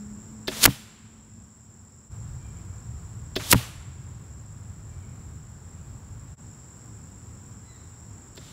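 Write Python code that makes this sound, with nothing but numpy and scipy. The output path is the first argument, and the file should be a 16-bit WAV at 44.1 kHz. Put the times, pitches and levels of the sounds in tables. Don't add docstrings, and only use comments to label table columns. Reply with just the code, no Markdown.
import sys
import numpy as np
from scipy import signal
from scipy.fft import rfft, irfft
from scipy.io import wavfile
from scipy.ndimage import uniform_filter1d

SR = 44100
rng = np.random.default_rng(int(sys.argv[2]) if len(sys.argv) > 2 else 0)


def dump(signal):
    limited = np.clip(np.atleast_2d(signal).T, -1, 1)
    pcm = np.round(limited * 32767).astype(np.int16)
    wavfile.write(sys.argv[1], SR, pcm)


N = 375732
TIME = np.arange(N) / SR

# start in seconds, depth of the background's fade at that cut (0-1),
# rumble in dB, air in dB, crickets at the start in dB, their swell in dB/s, breeze at the start in dB,
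# added near scatter in dB.
TAKES = [(0, 0, -46, -57, -54, 0.7, -56, -1.5), (2.095, 0.5, -48.5, -55.5, -55, -0.26, -38.5, 2.5),
         (6.362, 0.93, -47.5, -57, -54.5, 0, -50.5, .5)]
CUT_FADE_S = 0.019

# frequency in Hz, relative level in dB per Hz.
RUMBLE_COLOUR = [(15, -37.5), (35, -18), (55, -5.5), (85, -3), (108, 0.5), (140, -8), (190, -7.5),
                 (250, -12.5), (330, -23), (600, -34.5), (2000, -76.5)]
DISTANT_AIR_COLOUR = [(100, -1), (330, 6), (600, -2), (1000, 0.5), (1500, -3), (2200, -10.5), (3200, -14.5),
                      (4600, -16), (9000, -21), (13000, -23.5), (16000, -22.5)]
CRICKET_CHORUS_COLOUR = [(5500, -50), (6400, -26.5), (6800, -15), (7080, -6.5), (7250, -4.5), (7370, -0.5),
                         (7520, -3.5), (7700, -6.5), (7950, -10.5), (8200, -22), (8900, -34),
                         (11000, -59.5)]
BUFFET_COLOUR = [(12, -35.5), (30, -17.5), (55, -3.5), (90, 1), (125, -0.5), (160, -8), (220, -24),
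                 (400, -49.5), (2000, -89.5)]
BREEZE_FADE_DB_PER_S = 1.0

# frequency in Hz, nominal width in Hz, relative level in dB.
NEAR_CRICKETS = [(7400, 70, -10), (7636, 50, -15), (7950, 20, -21)]
SMALL_INSECTS = [(5460, 690, 0), (10060, 110, -15), (14950, 420, -11.5)]
SMALL_INSECTS_DB = -14.5

ENGINE_START_HZ, ENGINE_TOP_HZ, ENGINE_REV_S = 207, 222, 0.6
ENGINE_START_DB, ENGINE_FADE_DB_PER_S = -40.5, 7.5

# start in seconds, length in seconds, top pitch in Hz before waver, level in dB before
# the blur of the trees, frequency ratio of a second tone, its level in dB against the first.
BIRD_CALLS = [(2.366, 0.27, 2375, -64, 4 / 3, -8), (4.88, 0.22, 2330, -63, 4 / 3, -7.5),
              (7.629, .16, 2020, -63.5, 2, 1)]
# frequency in Hz, level in dB; then frequency in Hz, 60 dB decay time in s.
BIRD_BLUR_COLOUR = [(1000, -3), (5000, -4)]
BIRD_BLUR_T60 = [(1000, 0.75), (5000, 0.75)]

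# start in seconds, level in dB.
DRY_TICKS = [(5.776, -59), (8.3535, -51), (8.3597, -43.5), (8.371, -46)]
# frequency in Hz, relative level in dB per Hz.
TICK_COLOUR = [(1500, -25), (4000, 4), (9000, -2), (16000, -8)]

# time of the snap in seconds, level in dB, boost of the modes under 500 Hz in dB,
# whirr of the flying bolt in dB, flight time in seconds, frequency in Hz above which distance dulls the whirr.
BOW_RELEASES = [(.481, -16.5, 3, -36.5, 0.2, 12000), (3.3633, -16, 4.5, -38, .165, 14900),
                (8.376, -35.5, 4, -52.5, 0.33, 6500)]
# frequency in Hz, relative level in dB, 60 dB decay time in seconds.
BOW_MODES = [(210, -18.5, 0.058), (280, -15.5, 0.11), (376, -10, 0.078), (414.8, -16.5, .06),
             (527, -15, 0.067), (624, -15, 0.11), (1743, -12, 0.033), (2030, -14, .028),
             (2610, -18.5, 0.066), (3262, -10, .035), (3580, -6.5, .035), (4060, -11.5, 0.029),
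             (4530, -13.5, 0.038), (5232, -18, 0.044)]
# frequency in Hz, relative level in dB per Hz.
STRING_COLOUR = [(500, -31), (2200, -19.5), (3300, 0.5), (5000, -1.5), (6500, -18.5), (16000, -30.5)]
SNAP_COLOUR = [(200, -7.5), (1700, 0.5), (4500, -2), (8000, -14), (16000, -14)]
WHIRR_COLOUR = [(150, -7.5), (500, -4.5), (1200, -7), (2600, -5), (3650, 1.5), (4700, -3), (6000, -1.5),
                (9000, -6), (16000, -12.5)]

# time of the closest point in seconds, level in dB, closest distance
# in metres, lowest hiss in Hz, low wake in dB against the level, time left until the target in seconds.
BOLT_PASSES = [(.641, -10, 0.55, 1701, -15.5, .013), (3.517, -9, .36, 3600, -22.5, .0105)]
BOLT_SPEED_M_PER_S = 110
# frequency in Hz, relative level in dB per Hz.
VANE_COLOUR = [(100, -5), (1000, -10), (3500, 2), (7000, 0), (11000, -1), (16000, -8)]
WAKE_COLOUR = [(20, -25), (70, -6.5), (200, 2), (500, -1), (1300, -4), (2500, -4.5), (6000, -24),
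               (16000, -45.5)]

# start in seconds, level in dB,
# hold in seconds, decay in seconds, body of the plate in dB against the level.
PLATE_CRACKS = [(0.6538, -1, 0.0008, 0.00081, -5.5), (0.6581, -0.5, .0015, .001, -8),
                (3.5266, -2.5, 0.00033, 0.0013, -4.5), (3.531, -5.5, 0.00029, 0.002, -3)]
# frequency in Hz, relative level in dB, 60 dB decay time in seconds.
PAPER_MODES = [(840, -16.5, .06), (948, -19, .05), (1220, -21, .04), (1395, -14, .04), (1980, -11.5, .03),
               (2490, -17.5, .025)]
# start in seconds, level in dB, pitch factor, knock in dB
BLOCK_THUDS = [(.657, -15, 1.13, -3), (0.6758, -6, 1.13, -9), (0.701, -24.5, 1.13, -8.5),
               (3.533, -12.5, 1.1, -2.5), (3.5438, -4.5, 1.01, -11.5)]
# frequency in Hz before the pitch factor, relative level in dB, 60 dB decay in seconds.
FOAM_MODES = [(66.4, -4, .075), (118.2, 0, 0.12), (170, -2, 0.074), (247, -4.5, 0.077), (403, -16, 0.054),
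              (510, -21, .04), (867, -18, .05)]
# frequency in Hz, relative level in dB per Hz.
CRACK_COLOUR = [(100, -11.5), (900, -1), (2500, -2.5), (6000, -3), (11000, -2.5), (16000, -3.5)]
PLATE_COLOUR = [(100, -9.5), (600, -8.5), (1300, -1), (2300, -2.5), (3500, -13), (8000, -30.5),
                (16000, -43.5)]
KNOCK_COLOUR = [(20, -18), (60, -3), (280, 3), (600, -9), (1000, -6.5), (1600, -11), (3000, -27),
                (8000, -45), (16000, -56)]

# frequency in Hz, level in dB before the take's own.
SCATTER_COLOUR = [(80, -26.5), (400, -30), (1200, -27.5), (3000, -16.5), (6000, -20), (10000, -22.5),
                  (16000, -24)]
# frequency in Hz, 60 dB decay time in seconds.
NEAR_SCATTER_T60 = [(100, .35), (1000, 0.56), (3000, 0.45), (8000, 0.68), (15000, .33)]
# frequency in Hz, level in dB before the lift in scene().
TREELINE_COLOUR = [(100, -40), (600, -43), (2500, -31.5), (5000, -35.5), (9000, -47.5), (16000, -61.5)]
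# frequency in Hz, 60 dB decay time in seconds.
TREELINE_T60 = [(300, 1.5), (3000, 1.6), (10000, 1.1)]

LIMIT_DB, DUCK_S, RECOVER_DB_PER_S = -10, 0.0095, 0.4
TOP_EDGE_HZ = 15750


def amp(db):
    return 10 ** (np.asarray(db) / 20)


def unit(x):
    return x / np.sqrt(np.mean(x ** 2) + 1e-20)


def read(points, hz):
    f, value = np.transpose(points)
    return np.interp(np.log(hz + 1), np.log(f + 1), value)


def add(mix, s, sound):
    part = mix[round(s * SR):][:len(sound)]
    part += sound[:len(part)]


def noise(colour, size=N):
    hz = np.fft.rfftfreq(size, 1 / SR)
    phases = np.exp(2j * np.pi * rng.random(len(hz)))
    return unit(irfft(phases * amp(read(colour, hz)), size))


def wander(rate_hz):
    hz = np.fft.rfftfreq(N, 1 / SR)
    spectrum = rfft(rng.standard_normal(N)) * np.exp(-(hz / rate_hz) ** 2)
    return unit(irfft(spectrum, N))


def burst(colour, hold, decay, size=SR // 3):
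    t = np.arange(size) / SR
    shape = np.exp(-np.maximum(t - hold, 0) / decay)
    spectrum = rfft(rng.standard_normal(size) * shape)
    softened = spectrum / np.sqrt(abs(spectrum) + 1e-12)
    tint = amp(read(colour, np.fft.rfftfreq(size, 1 / SR)))
    puff = irfft(softened * tint, size) * shape ** 0.11
    return unit(puff) * np.sqrt(np.mean(shape ** 2))


def ring(modes, pitch, rise):
    t = np.arange(SR // 3) / SR
    tones = sum(amp(db - 60 * t / t60) * np.sin(2 * np.pi * hz * pitch * t) for hz, db, t60 in modes)
    return (1 - np.exp(-t / rise)) * tones


def trills(rows):
    out = np.zeros(N)
    for hz, width, db in rows:
        drift = wander(width * 0.7) + 1j * wander(width * 0.7)
        out += amp(db) * unit((drift * np.exp(2j * np.pi * hz * TIME)).real)
    return out


def echoes(x, colour, t60, delay, rise, size=19):
    hz, t, z = signal.stft(x, SR, nperseg=256, noverlap=192)
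    power = abs(uniform_filter1d(abs(z) ** 2, size, axis=0))
    age = np.maximum(t[t < 2] - delay, 0)
    band_t60 = np.maximum(read(t60, hz), 0.02)[:, None]
    decay = amp(-60 * age / band_t60) * (1 - np.exp(-age / rise))
    decay = decay / np.linalg.norm(decay, axis=1, keepdims=True)
    late_power = abs(signal.fftconvolve(power, decay ** 2, axes=1)[:, :len(t)])
    grain = signal.stft(rng.standard_normal(N), SR, nperseg=256, noverlap=192)[2]
    wash = grain / grain.std() * np.sqrt(late_power) * amp(read(colour, hz))[:, None]
    return signal.istft(wash, SR, nperseg=256, noverlap=192)[1][:N]


def take_settings():
    rows = np.array(TAKES)
    start, fade, *settings = rows[np.searchsorted(rows[1:, 0], TIME)].T
    return TIME - start, *settings


def field(age, rumble_db, air_db, cricket_db, swell):
    rumble = amp(rumble_db + 1.5 * wander(4.1)) * noise(RUMBLE_COLOUR)
    air = amp(air_db + 0.5 * wander(5)) * noise(DISTANT_AIR_COLOUR)
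    throb_depth, throb_hz = 0.18, 46.4
    strokes = 1 + throb_depth * np.sin(2 * np.pi * np.cumsum(throb_hz + wander(3)) / SR)
    rasp = amp(-1.0 * wander(260))
    crickets = rasp * strokes * (noise(CRICKET_CHORUS_COLOUR) + trills(NEAR_CRICKETS))
    insects = amp(SMALL_INSECTS_DB) * trills(SMALL_INSECTS)
    return rumble + air + amp(cricket_db + swell * age) * (crickets + insects)


def breeze(age, level_db, gust_db=0.76):
    return amp(level_db - BREEZE_FADE_DB_PER_S * age + gust_db * wander(11)) * noise(BUFFET_COLOUR)


def engine(overtone_db=-23, waver_hz=3.0, fading_db=2.5):
    hz = ENGINE_TOP_HZ + (ENGINE_START_HZ - ENGINE_TOP_HZ) * np.exp(-TIME / ENGINE_REV_S)
    phase = 2 * np.pi * np.cumsum(hz + waver_hz * wander(14)) / SR
    level = amp(ENGINE_START_DB - ENGINE_FADE_DB_PER_S * TIME + fading_db * wander(8))
    level = level * (TIME < TAKES[1][0])
    return level * (np.sin(phase) + amp(overtone_db) * np.sin(2 * phase))


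def birds(arch=0.22, waver=0.0118, fading_db=5.0):
    calls, jitter = np.zeros(N), wander(90)
    for s, length, top_hz, db, ratio, overtone_db in BIRD_CALLS:
        u = np.linspace(0, 1, round(length * SR))
        bend = 1 - arch * (u - 0.3) ** 2 + waver * jitter[round(s * SR):][:len(u)]
        phase = 2 * np.pi * np.cumsum(top_hz * bend) / SR
        tones = np.sin(phase) + amp(overtone_db) * np.sin(ratio * phase)
        add(calls, s, amp(db) * signal.windows.tukey(len(u), 0.4) * tones)
    direct = 0.5 * calls * amp(fading_db * wander(25))
    return direct + echoes(calls, BIRD_BLUR_COLOUR, BIRD_BLUR_T60, 0.04, 0.02, size=1)


def ticks(decay=0.0005):
    out = np.zeros(N)
    for s, db in DRY_TICKS:
        add(out, s, amp(db) * burst(TICK_COLOUR, 0.0003, decay))
    return out


def bow():
    travel, stop, echo = 0.0075, 0.002, 0.035
    string_db, snap_db, stock_db, rattle_db, echo_db = -15, -2, -19, -16, -22
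    out, whirr = np.zeros((2, N))
    for s, db, thump_db, whirr_db, flight, top_hz in BOW_RELEASES:
        add(out, s - travel, amp(db + string_db) * burst(STRING_COLOUR, travel, 0.004))
        add(out, s, amp(db + snap_db) * burst(SNAP_COLOUR, 0.00017, 0.00048))
        limbs = [(hz, level + thump_db * (hz < 500), t60) for hz, level, t60 in BOW_MODES]
        stock = amp(stock_db) * burst(KNOCK_COLOUR, 0.001, 0.009)
        rattle = amp(rattle_db) * burst(SNAP_COLOUR, 0.0005, 0.0085)
        add(out, s + stop, amp(db) * (ring(limbs, 1, 0.00024) + stock + rattle))
        add(out, s + echo, amp(db + echo_db) * burst(PLATE_COLOUR, 0.0037, 0.022))
        age = np.arange(round(flight * SR)) / SR
        swell = (1 - np.exp(-age / 0.038)) * signal.windows.tukey(len(age), 0.1)
        dulled = [(hz, level - 10 * np.log10(1 + (hz / top_hz) ** 2)) for hz, level in WHIRR_COLOUR]
        add(whirr, s, amp(whirr_db) * swell * noise(dulled, size=SR)[:len(age)])
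    return out + whirr * amp(0.33 * wander(90))


def bolts(falloff=1.5, flutter_db=2.5):
    out = np.zeros(N)
    for s, db, closest, low_hz, wake_db, left in BOLT_PASSES:
        nearness = closest / np.hypot(closest, BOLT_SPEED_M_PER_S * (TIME - s))
        flying = np.interp(TIME - s, [-0.15, -0.08, left, left + 0.005], [0, 1, 1, 0])
        highpass = signal.butter(2, low_hz, "high", fs=SR, output="sos")
        hiss = signal.sosfilt(highpass, noise(VANE_COLOUR)) * nearness ** falloff
        wake = amp(wake_db) * noise(WAKE_COLOUR) * nearness
        out += amp(db + flutter_db * wander(400)) * flying * (hiss + wake)
    return out


def target(plate_decay=0.0025, knock_decay=0.0038, push=0.0032):
    out = np.zeros(N)
    for s, db, hold, decay, body_db in PLATE_CRACKS:
        plate = burst(PLATE_COLOUR, hold, plate_decay) + ring(PAPER_MODES, 1, 0.00053)
        add(out, s, amp(db) * (burst(CRACK_COLOUR, hold, decay) + amp(body_db) * plate))
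    for s, db, pitch, knock_db in BLOCK_THUDS:
        knock = amp(knock_db) * burst(KNOCK_COLOUR, 0.0031, knock_decay)
        add(out, s, amp(db) * (ring(FOAM_MODES, pitch, push) + knock))
    return out


def gain_control(x, size=441):
    sensed = signal.sosfilt(signal.butter(2, 500, "high", fs=SR, output="sos"), x)
    power = signal.lfilter(np.ones(size) / size, 1, sensed ** 2)
    excess_db = np.maximum(10 * np.log10(power + 1e-12) - LIMIT_DB, 0)
    recovery = RECOVER_DB_PER_S * TIME
    cuts = [round(s * SR) for s, *_ in TAKES[1:]]
    parts = np.split(excess_db + recovery, cuts)
    duck_db = np.concatenate([np.maximum.accumulate(part) for part in parts]) - recovery
    r = np.exp(-1 / (DUCK_S * SR))
    return amp(-signal.lfilter([1 - r], [1, -r], duck_db))


def scene(treeline_db=2.5):
    age, rumble_db, air_db, cricket_db, swell, breeze_db, scatter_db = take_settings()
    background = field(age, rumble_db, air_db, cricket_db, swell) + breeze(age, breeze_db) + engine() + birds()
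    cut_fades = np.ones(N)
    for s, depth, *_ in TAKES:
        cut_fades *= 1 - min(depth, 1) * np.exp(-((TIME - s) / CUT_FADE_S) ** 2)
    shots = ticks() + bow() + bolts() + target()
    near = echoes(shots * amp(scatter_db), SCATTER_COLOUR, NEAR_SCATTER_T60, 0.022, 0.014)
    far = amp(treeline_db) * echoes(shots, TREELINE_COLOUR, TREELINE_T60, 0.12, 0.044)
    return (shots + near + far + cut_fades * background)[None]


def record(dry):
    clipped = np.clip(dry * gain_control(dry[0]), -1, 1)
    lowpass = signal.firwin(1023, TOP_EDGE_HZ, window=("kaiser", 9), fs=SR)
    return signal.oaconvolve(clipped, lowpass[None], "same")


dry = scene()
out = record(dry)
dump(out)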